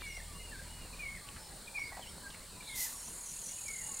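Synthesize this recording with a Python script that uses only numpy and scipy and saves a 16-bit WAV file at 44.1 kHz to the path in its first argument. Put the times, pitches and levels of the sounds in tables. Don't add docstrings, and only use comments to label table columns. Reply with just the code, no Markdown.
import sys
import numpy as np
from scipy import signal
from scipy.fft import rfft, irfft
from scipy.io import wavfile
from scipy.ndimage import uniform_filter1d

SR = 44100
rng = np.random.default_rng(int(sys.argv[2]) if len(sys.argv) > 2 else 0)


def persist_wave(psi):
    counts = np.round(np.clip(psi, -1, 1) * 32767).astype(np.int16)
    wavfile.write(sys.argv[1], SR, np.atleast_2d(counts).T)


N = 176400
TIME = np.arange(N) / SR

# (frequency [Hz], relative level [dB])
AIR_COLOUR = [(15, -4), (40, 0.5), (90, -5.5), (170, -3.5), (300, -11.5), (600, -11.5), (1000, -17),
              (1500, -15), (2200, -17), (3300, -19), (3800, -16), (4250, -9.5), (4800, -15.5),
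              (6200, -19.5), (9000, -24.5), (11500, -22), (16000, -21.5)]
# (time [s], gain [dB])
AIR_BASS = [(0, 1.5), (1.5, 2), (2.6, -2.5), (3.4, -5.5), (4, -2)]
# (frequency [Hz], correlation [0-1])
AIR_LIKENESS = [(30, 0.98), (120, 0.98), (280, 0.92), (1000, 0.82), (4000, 0.96), (9000, 0.63),
                (12000, 0.41), (16000, 0.35)]
# (frequency [Hz], rms depth [dB])
AIR_FLICKER = [(300, 2.4), (1000, 1.58), (3000, 3.4), (4300, .7), (8000, 0.36)]
# (time [s], level [dB])
ENGINE_LEVEL = [(0, -53.5), (.75, -51), (1.1, -55.5), (1.35, -66), (2.5, -62), (4, -65.5)]
# (multiple of the fundamental, relative level [dB])
ENGINE_HARMONICS = [(1, 2), (2, -7.5), (3, -16.5), (4, -13)]

# (burst rate [Hz], click rate [Hz], relative level [dB])
FAR_SINGERS = [(43.36, 505, 0), (41.2, 565, -3), (45.1, 410, -3)]
# (time [s], level [dB])
FAR_LEVEL = [(0, -55), (1, -56), (2, -55.5), (4, -57)]
# (frequency [Hz], relative level [dB])
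FAR_COLOUR = [(5500, -37), (6400, -25), (6950, -6), (7450, -6), (8050, -1), (8500, -2), (9050, -3),
              (9500, -7), (9800, -18), (10100, -6), (10900, -41), (13000, -40)]
# (frequency [Hz], lift [dB])
FAR_RINGS = [(6570, 12.5), (6960, 3.5), (7430, 5), (8030, 5), (8480, 3), (9020, 10), (9400, 9.5),
             (10050, 5), (10380, 11)]

# (start [s], length [s], pitch [Hz], level [dB], extra gain at the onset [dB])
FALLS = [(0.0, 0.21, 2190, -42, -13), (0.991, .195, 2220, -42, 0.5), (1.742, .21, 2212, -44, 4.5),
         (2.664, .22, 2103, -43, -13.5), (3.644, 0.2, 2154, -46, -13)]
# (position in the note [0-1], pitch [ratio], gain [dB])
FALL_SHAPE = [(0, 1.1, -6), (0.089, 1.1, -2), (0.198, 1.035, -2), (0.348, 1.005, -1), (.6, .98, -10),
              (0.818, .97, -10.5), (.93, .86, -12), (1, 0.823, -17)]
# (start [s], length [s], first pitch [Hz], middle [Hz], last [Hz], level [dB])
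GLIDING_NOTES = [ (-.02, 0.24, 2710, 2850, 2664, -60.5), (.27, 0.12, 1227, 1147, 1100, -60.5),
                 (0.328, 0.2, 2746, 2870, 2670, -58), (.38, 0.067, 2100, 2080, 2060, -62.5),
                 (0.515, 0.0528, 1876, 1646, 1513, -47.5), (0.59, 0.017, 1640, 1618, 1550, -51),
                 (0.665, 0.21, 2750, 2915, 2670, -60), (0.926, .022, 2670, 2450, 2400, -51.5),
                 (0.977, 0.11, 2770, 2900, 2690, -64), (1.21, .12, 1213, 1140, 1100, -59.5),
                 (1.671, 0.023, 2550, 2400, 2350, -51), (2.234, 0.0735, 1662, 1598, 1588, -48),
                 (2.601, 0.018, 2480, 2350, 2280, -52.5), (2.92, 0.048, 1257, 1156, 1090, -60),
                 (3.48, .17, 2770, 2890, 2750, -64), (3.576, 0.029, 2570, 2550, 2430, -55),
                 (3.803, 0.14, 2770, 2870, 2780, -62.5), (3.875, 0.085, 1160, 1107, 1050, -62),
                 (3.9, 0.15, 2220, 2116, 2050, -64.5)]
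# (start [s], length [s], first pitch [Hz], middle [Hz], last [Hz], level [dB],
# rasp [share of pitch])
TWITTERS = [(0.032, 0.041, 3950, 3620, 6400, -57.5, .006), (0.07, 0.075, 6200, 5760, 4930, -58, .01),
            (0.139, 0.042, 4880, 5670, 5530, -55.5, 0.0088), (1.381, 0.11, 5140, 5250, 5090, -60, 0.012),
            (1.76, 0.075, 4330, 5520, 5500, -59, 0.012), (1.824, 0.064, 4900, 4670, 5480, -55.5, .012),
            (2.012, .045, 3310, 3074, 2860, -53.5, 0.028), (2.056, 0.048, 2800, 2980, 3620, -56.5, 0.024),
            (2.046, 0.093, 5250, 5470, 4830, -61.5, .015), (2.303, 0.062, 3050, 2830, 2580, -59.5, .02),
            (2.612, .18, 4060, 3730, 3540, -54.5, .07), (2.929, 0.13, 5700, 5530, 5540, -59, .02),
            (3.024, 0.082, 6370, 6000, 6100, -55, .03), (3.243, 0.088, 6350, 6100, 6000, -49, 0.04),
            (3.411, 0.12, 6310, 6070, 5910, -52.5, 0.031)]
# (time [s], level [dB], centre [Hz], decay [s])
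LICKS = [(.019, -41, 980, 0.0016), (0.01, -49.5, 3170, .006), (.169, -55, 3000, 0.0035),
         (.175, -52.5, 690, 0.0083), (.85, -54.5, 600, 0.011), (1.288, -45, 2850, .003),
         (1.362, -53, 1610, 0.021), (1.789, -49, 970, .005), (1.92, -48.5, 800, 0.0096),
         (1.969, -45, 834, 0.011), (1.993, -44.5, 770, 0.0076), (2.181, -51, 660, .005),
         (2.303, -49, 3440, 0.0051), (2.345, -50, 1900, .007), (2.623, -53, 1240, 0.0067),
         (2.922, -50, 1180, 0.0033), (3.08, -52, 900, 0.0044), (3.65, -53.5, 585, 0.0036),
         (3.681, -42, 5900, .004), (3.49, -57, 3500, .005)]

# (time [s], burst rate [Hz])
NEAR_RATE = [(2.95, 39.8), (3.1, 39.5), (3.2, 37.3), (3.35, 39.5), (3.6, 41.2), (3.75, 38.8), (3.88, 38.3),
             (4, 41)]
# (frequency [Hz], lift [dB])
NEAR_RINGS = [(6620, 6.4), (6820, 2.5), (7040, 7.6), (8920, 3.4), (9060, 3.7), (9370, 7), (9780, 6),
              (10840, 4.4), (12700, 3)]
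# (time [s], level [dB])
THROB_LEVEL = [(2.55, -89), (2.68, -62), (2.95, -56.5), (3.2, -52.5), (3.3, -50.5), (3.6, -48.5), (4, -45)]
# (frequency [Hz], relative level [dB])
THROB_COLOUR = [(5400, -42), (6300, -13), (6600, -1), (7050, -1), (7500, 0), (8500, -5), (9050, -2),
                (9500, -8), (10300, -10), (12000, -20), (15500, -45)]
# (time [s], level [dB])
BUZZ_LEVEL = [(2.55, -71), (2.7, -54.5), (2.95, -50.5), (3.4, -51), (4, -53)]
# (frequency [Hz], relative level [dB])
BUZZ_COLOUR = [(5500, -11), (7000, -3), (8000, 4.5), (9400, 6.5), (10800, 3), (11300, 0), (12700, -8),
               (15500, -17)]

# (time [s], level [dB])
BRUSH_LEVEL = [(2.7, -90), (2.74, -58), (2.76, -43), (2.81, -35.5), (2.84, -36.5), (2.89, -45.5),
               (2.93, -51), (3.0, -73), (3.05, -100)]
# (frequency [Hz], relative level [dB])
BRUSH_COLOUR = [(1000, -25), (2800, -12.5), (4500, -7), (6500, -1.5), (9000, -3.5), (12000, -4),
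                (14000, -3.5), (16000, -17)]


def amp(db):
    return 10 ** (np.asarray(db) / 20)


def unit(x):
    return x / np.sqrt(np.mean(x ** 2) + 1e-20)


def curve(points, t=TIME):
    return np.interp(t, *np.transpose(points))


def spectrum(points, hz):
    f, value = np.transpose(points)
    return np.interp(np.log(hz + 1), np.log(f + 1), value)


def colour(x, points):
    gain = amp(spectrum(points, np.fft.rfftfreq(len(x), 1 / SR)))
    return unit(irfft(rfft(x) * gain, len(x)))


def wander(size, hz):
    n = max(size, SR // 2)
    f = np.fft.rfftfreq(n, 1 / SR)
    return unit(irfft(rfft(rng.standard_normal(n)) * np.exp(-(f / hz) ** 2), n))[:size]


def bush(x, wet_db, t60, spread=0.05):
    t = np.arange(SR) / SR
    sparse_echoes = rng.standard_normal((2, SR)) * (rng.random(SR) < .05)
    tails = sparse_echoes * amp(-60 * t / t60) * (t > .004)
    mid, side = (signal.fftconvolve(x, tail / np.linalg.norm(tail))[:N] for tail in tails)
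    return x + amp(wet_db) * np.array([mid + spread * side, mid - spread * side])


def air(level_db=-52):
    frames, hz = N // 256 + 5, np.fft.rfftfreq(1024, 1 / SR)
    mid_re, mid_im, side_re, side_im, patches = rng.standard_normal((frames, len(hz), 5)).T
    likeness = spectrum(AIR_LIKENESS, hz)[:, None]
    mid = np.sqrt(1 + likeness) * (mid_re + 1j * mid_im)
    side = np.sqrt(1 - likeness) * (side_re + 1j * side_im)
    patches = unit(uniform_filter1d(uniform_filter1d(patches, size=9, axis=0), size=9, axis=1))
    flicker_db = spectrum(AIR_FLICKER, hz)[:, None] * patches
    bass_db = curve(AIR_BASS, np.linspace(0, N / SR, frames)) / (1 + (hz[:, None] / 500) ** 2)
    gain = amp(spectrum(AIR_COLOUR, hz)[:, None] + bass_db + flicker_db)
    _, bed = signal.istft(np.array([mid + side, mid - side]) * gain, nperseg=1024, noverlap=768)
    return amp(level_db) * unit(bed[:, :N])


def engine(fundamental_hz=39.57):
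    turns = np.cumsum(fundamental_hz * (1 + 0.01494 * wander(N, hz=4.9))) / SR
    hum = np.zeros(N)
    for multiple, db in ENGINE_HARMONICS:
        strength = amp(db + 2.4 * wander(N, hz=2.2))
        hum += strength * np.sin(2 * np.pi * (multiple * turns + rng.random()))
    return unit(hum) * amp(curve(ENGINE_LEVEL))


def timbal(turns, burst_hz, click_hz, sag, width, rough):
    place = (turns + .5) % 1 - .5
    ribs = click_hz / burst_hz * (place - sag * place ** 2)
    samples_from_click = ((ribs + .5) % 1 - .5) * SR / click_hz
    clicks = np.sinc(samples_from_click) * np.exp(-(samples_from_click / 10) ** 2)
    rasp = np.exp(-(ribs % 1) * 2) * rng.standard_normal(N)
    swell = np.exp(-(place / width) ** 2)
    return (unit(clicks) + rough * unit(rasp)) * swell


def ring(x, bands, width_hz):
    f = np.fft.rfftfreq(N, 1 / SR)
    gain = 1 + sum(amp(db) / (1 + 2j * (f - hz) / width_hz) for hz, db in bands)
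    return unit(irfft(rfft(x) * gain, N))


def far_cicadas():
    song = np.zeros(N)
    for burst_hz, click_hz, level in FAR_SINGERS:
        turns = np.cumsum(burst_hz * (1 + 0.00053 * wander(N, hz=2.72))) / SR
        song += amp(level) * unit(timbal(turns, burst_hz, click_hz, sag=.06, width=0.53, rough=0.28))
    song = ring(colour(song, FAR_COLOUR), FAR_RINGS, width_hz=100)
    drone = unit(bush(song, wet_db=18, t60=.3))
    hiss = ring(colour(rng.standard_normal(N), FAR_COLOUR), FAR_RINGS, width_hz=38)
    return unit(drone + 0.45 * hiss) * amp(curve(FAR_LEVEL))


def whistle(hz, waver, flutter_db=2.5):
    turns = np.cumsum(hz * (1 + waver * wander(len(hz), hz=69.4))) / SR
    return np.sqrt(2) * np.sin(2 * np.pi * turns) * amp(flutter_db * wander(len(hz), hz=82))


def falling_whistles(opening_share=0.48):
    calls = np.zeros(N)
    position, ratio, shape_db = np.transpose(FALL_SHAPE)
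    for start, length, hz, level, onset_db in FALLS:
        progress = np.arange(0, length, 1 / SR) / length
        tone = whistle(hz * np.interp(progress, position, ratio), waver=0.015, flutter_db=3.5)
        fade = np.clip(np.minimum(progress, 1 - progress) / .03, 0, 1)
        contour_db = np.interp(progress, position, shape_db)
        opening_db = onset_db * np.maximum(1 - progress / opening_share, 0)
        add(calls, start, tone * fade * amp(level + contour_db + opening_db))
    close_scatter = bush(calls, wet_db=-4, t60=.22).mean(axis=0)
    return bush(close_scatter, wet_db=-16, t60=1.1, spread=.35)


def add(mix, start, sound):
    at = round(start * SR)
    sound = sound[max(-at, 0):]
    part = mix[max(at, 0):][:len(sound)]
    part += sound[:len(part)]


def glide(length, pitches):
    progress = np.arange(0, length, 1 / SR) / length
    arc = np.polyval(np.polyfit([0, .5, 1], pitches, 2), progress)
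    return arc, np.sin(np.pi * progress) ** 0.5


def other_birds(rasp_hz=332):
    notes, twitters = np.zeros((2, N))
    for start, length, *pitches, level in GLIDING_NOTES:
        hz, swell = glide(length, pitches)
        add(notes, start, whistle(hz, waver=0.0045) * swell * amp(level))
    for start, length, *pitches, level, rasp in TWITTERS:
        hz, swell = glide(length, pitches)
        scratchy_hz = hz * (1 + rasp * wander(len(hz), rasp_hz))
        add(twitters, start, whistle(scratchy_hz, waver=0.0034) * swell * amp(level))
    return bush(notes, wet_db=-7.5, t60=0.29) + bush(twitters, wet_db=-7, t60=0.27)


def distant_chorus(calls_per_s=22, centre_hz=994, level_db=-65.5):
    calls = np.zeros(N)
    fall, swell = glide(length=0.0727, pitches=(1.05, 0.98, .95))
    for when, pitch, strength in rng.random((round(calls_per_s * N / SR), 3)):
        tone = whistle(fall * centre_hz * (.85 + .3 * pitch), waver=0.0467)
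        add(calls, when * N / SR, tone * swell * (.5 + strength))
    return unit(bush(calls, wet_db=3.5, t60=0.95)) * amp(level_db)


def tongue_licks(width_octaves=0.28, attack_s=0.00017):
    licks = np.zeros(N)
    t, hz = np.arange(4096) / SR, np.fft.rfftfreq(4096, 1 / SR)
    for start, level, centre, decay in LICKS:
        band = 1 / (1 + (np.log2((hz + 1) / centre) / width_octaves) ** 2) ** 0.77
        noise = irfft(rfft(rng.standard_normal(len(t))) * band)
        smack = noise * (1 - np.exp(-t / attack_s)) * np.exp(-t / decay)
        add(licks, start, unit(smack) * np.sqrt(decay / t[-1]) * amp(level))
    return licks


def near_cicada(click_hz=438, sag=.075, beat_s=3.490):
    burst_hz = curve(NEAR_RATE)
    turns = np.cumsum(burst_hz) / SR
    turns -= np.interp(beat_s, TIME, turns)
    throb = timbal(turns, burst_hz.mean(), click_hz, sag, width=.25, rough=.3)
    buzz = timbal(turns + .6, burst_hz.mean(), click_hz, sag, width=0.64, rough=2.4)
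    throb = ring(colour(throb, THROB_COLOUR), NEAR_RINGS, width_hz=76)
    buzz = ring(colour(buzz, BUZZ_COLOUR), NEAR_RINGS, width_hz=37)
    song = throb * amp(curve(THROB_LEVEL)) + buzz * amp(curve(BUZZ_LEVEL))
    return bush(song, wet_db=-3, t60=.03, spread=.08)


def paw_brush():
    grains = rng.standard_normal(N) * amp(1.1 * wander(N, hz=700))
    return colour(grains, BRUSH_COLOUR) * amp(curve(BRUSH_LEVEL))


def scene():
    bed = air() + engine()
    cicadas = far_cicadas() + near_cicada()
    birds = falling_whistles() + other_birds() + distant_chorus()
    leopard = bush(tongue_licks() + paw_brush(), wet_db=-19, t60=.15)
    return bed + cicadas + birds + leopard


def record(dry):
    cutoff_hz = 15850
    lowpass = signal.firwin(511, cutoff_hz, window=("kaiser", 9), fs=SR)
    return signal.oaconvolve(dry, lowpass[None], "same")


dry = scene()
out = record(dry)
persist_wave(out)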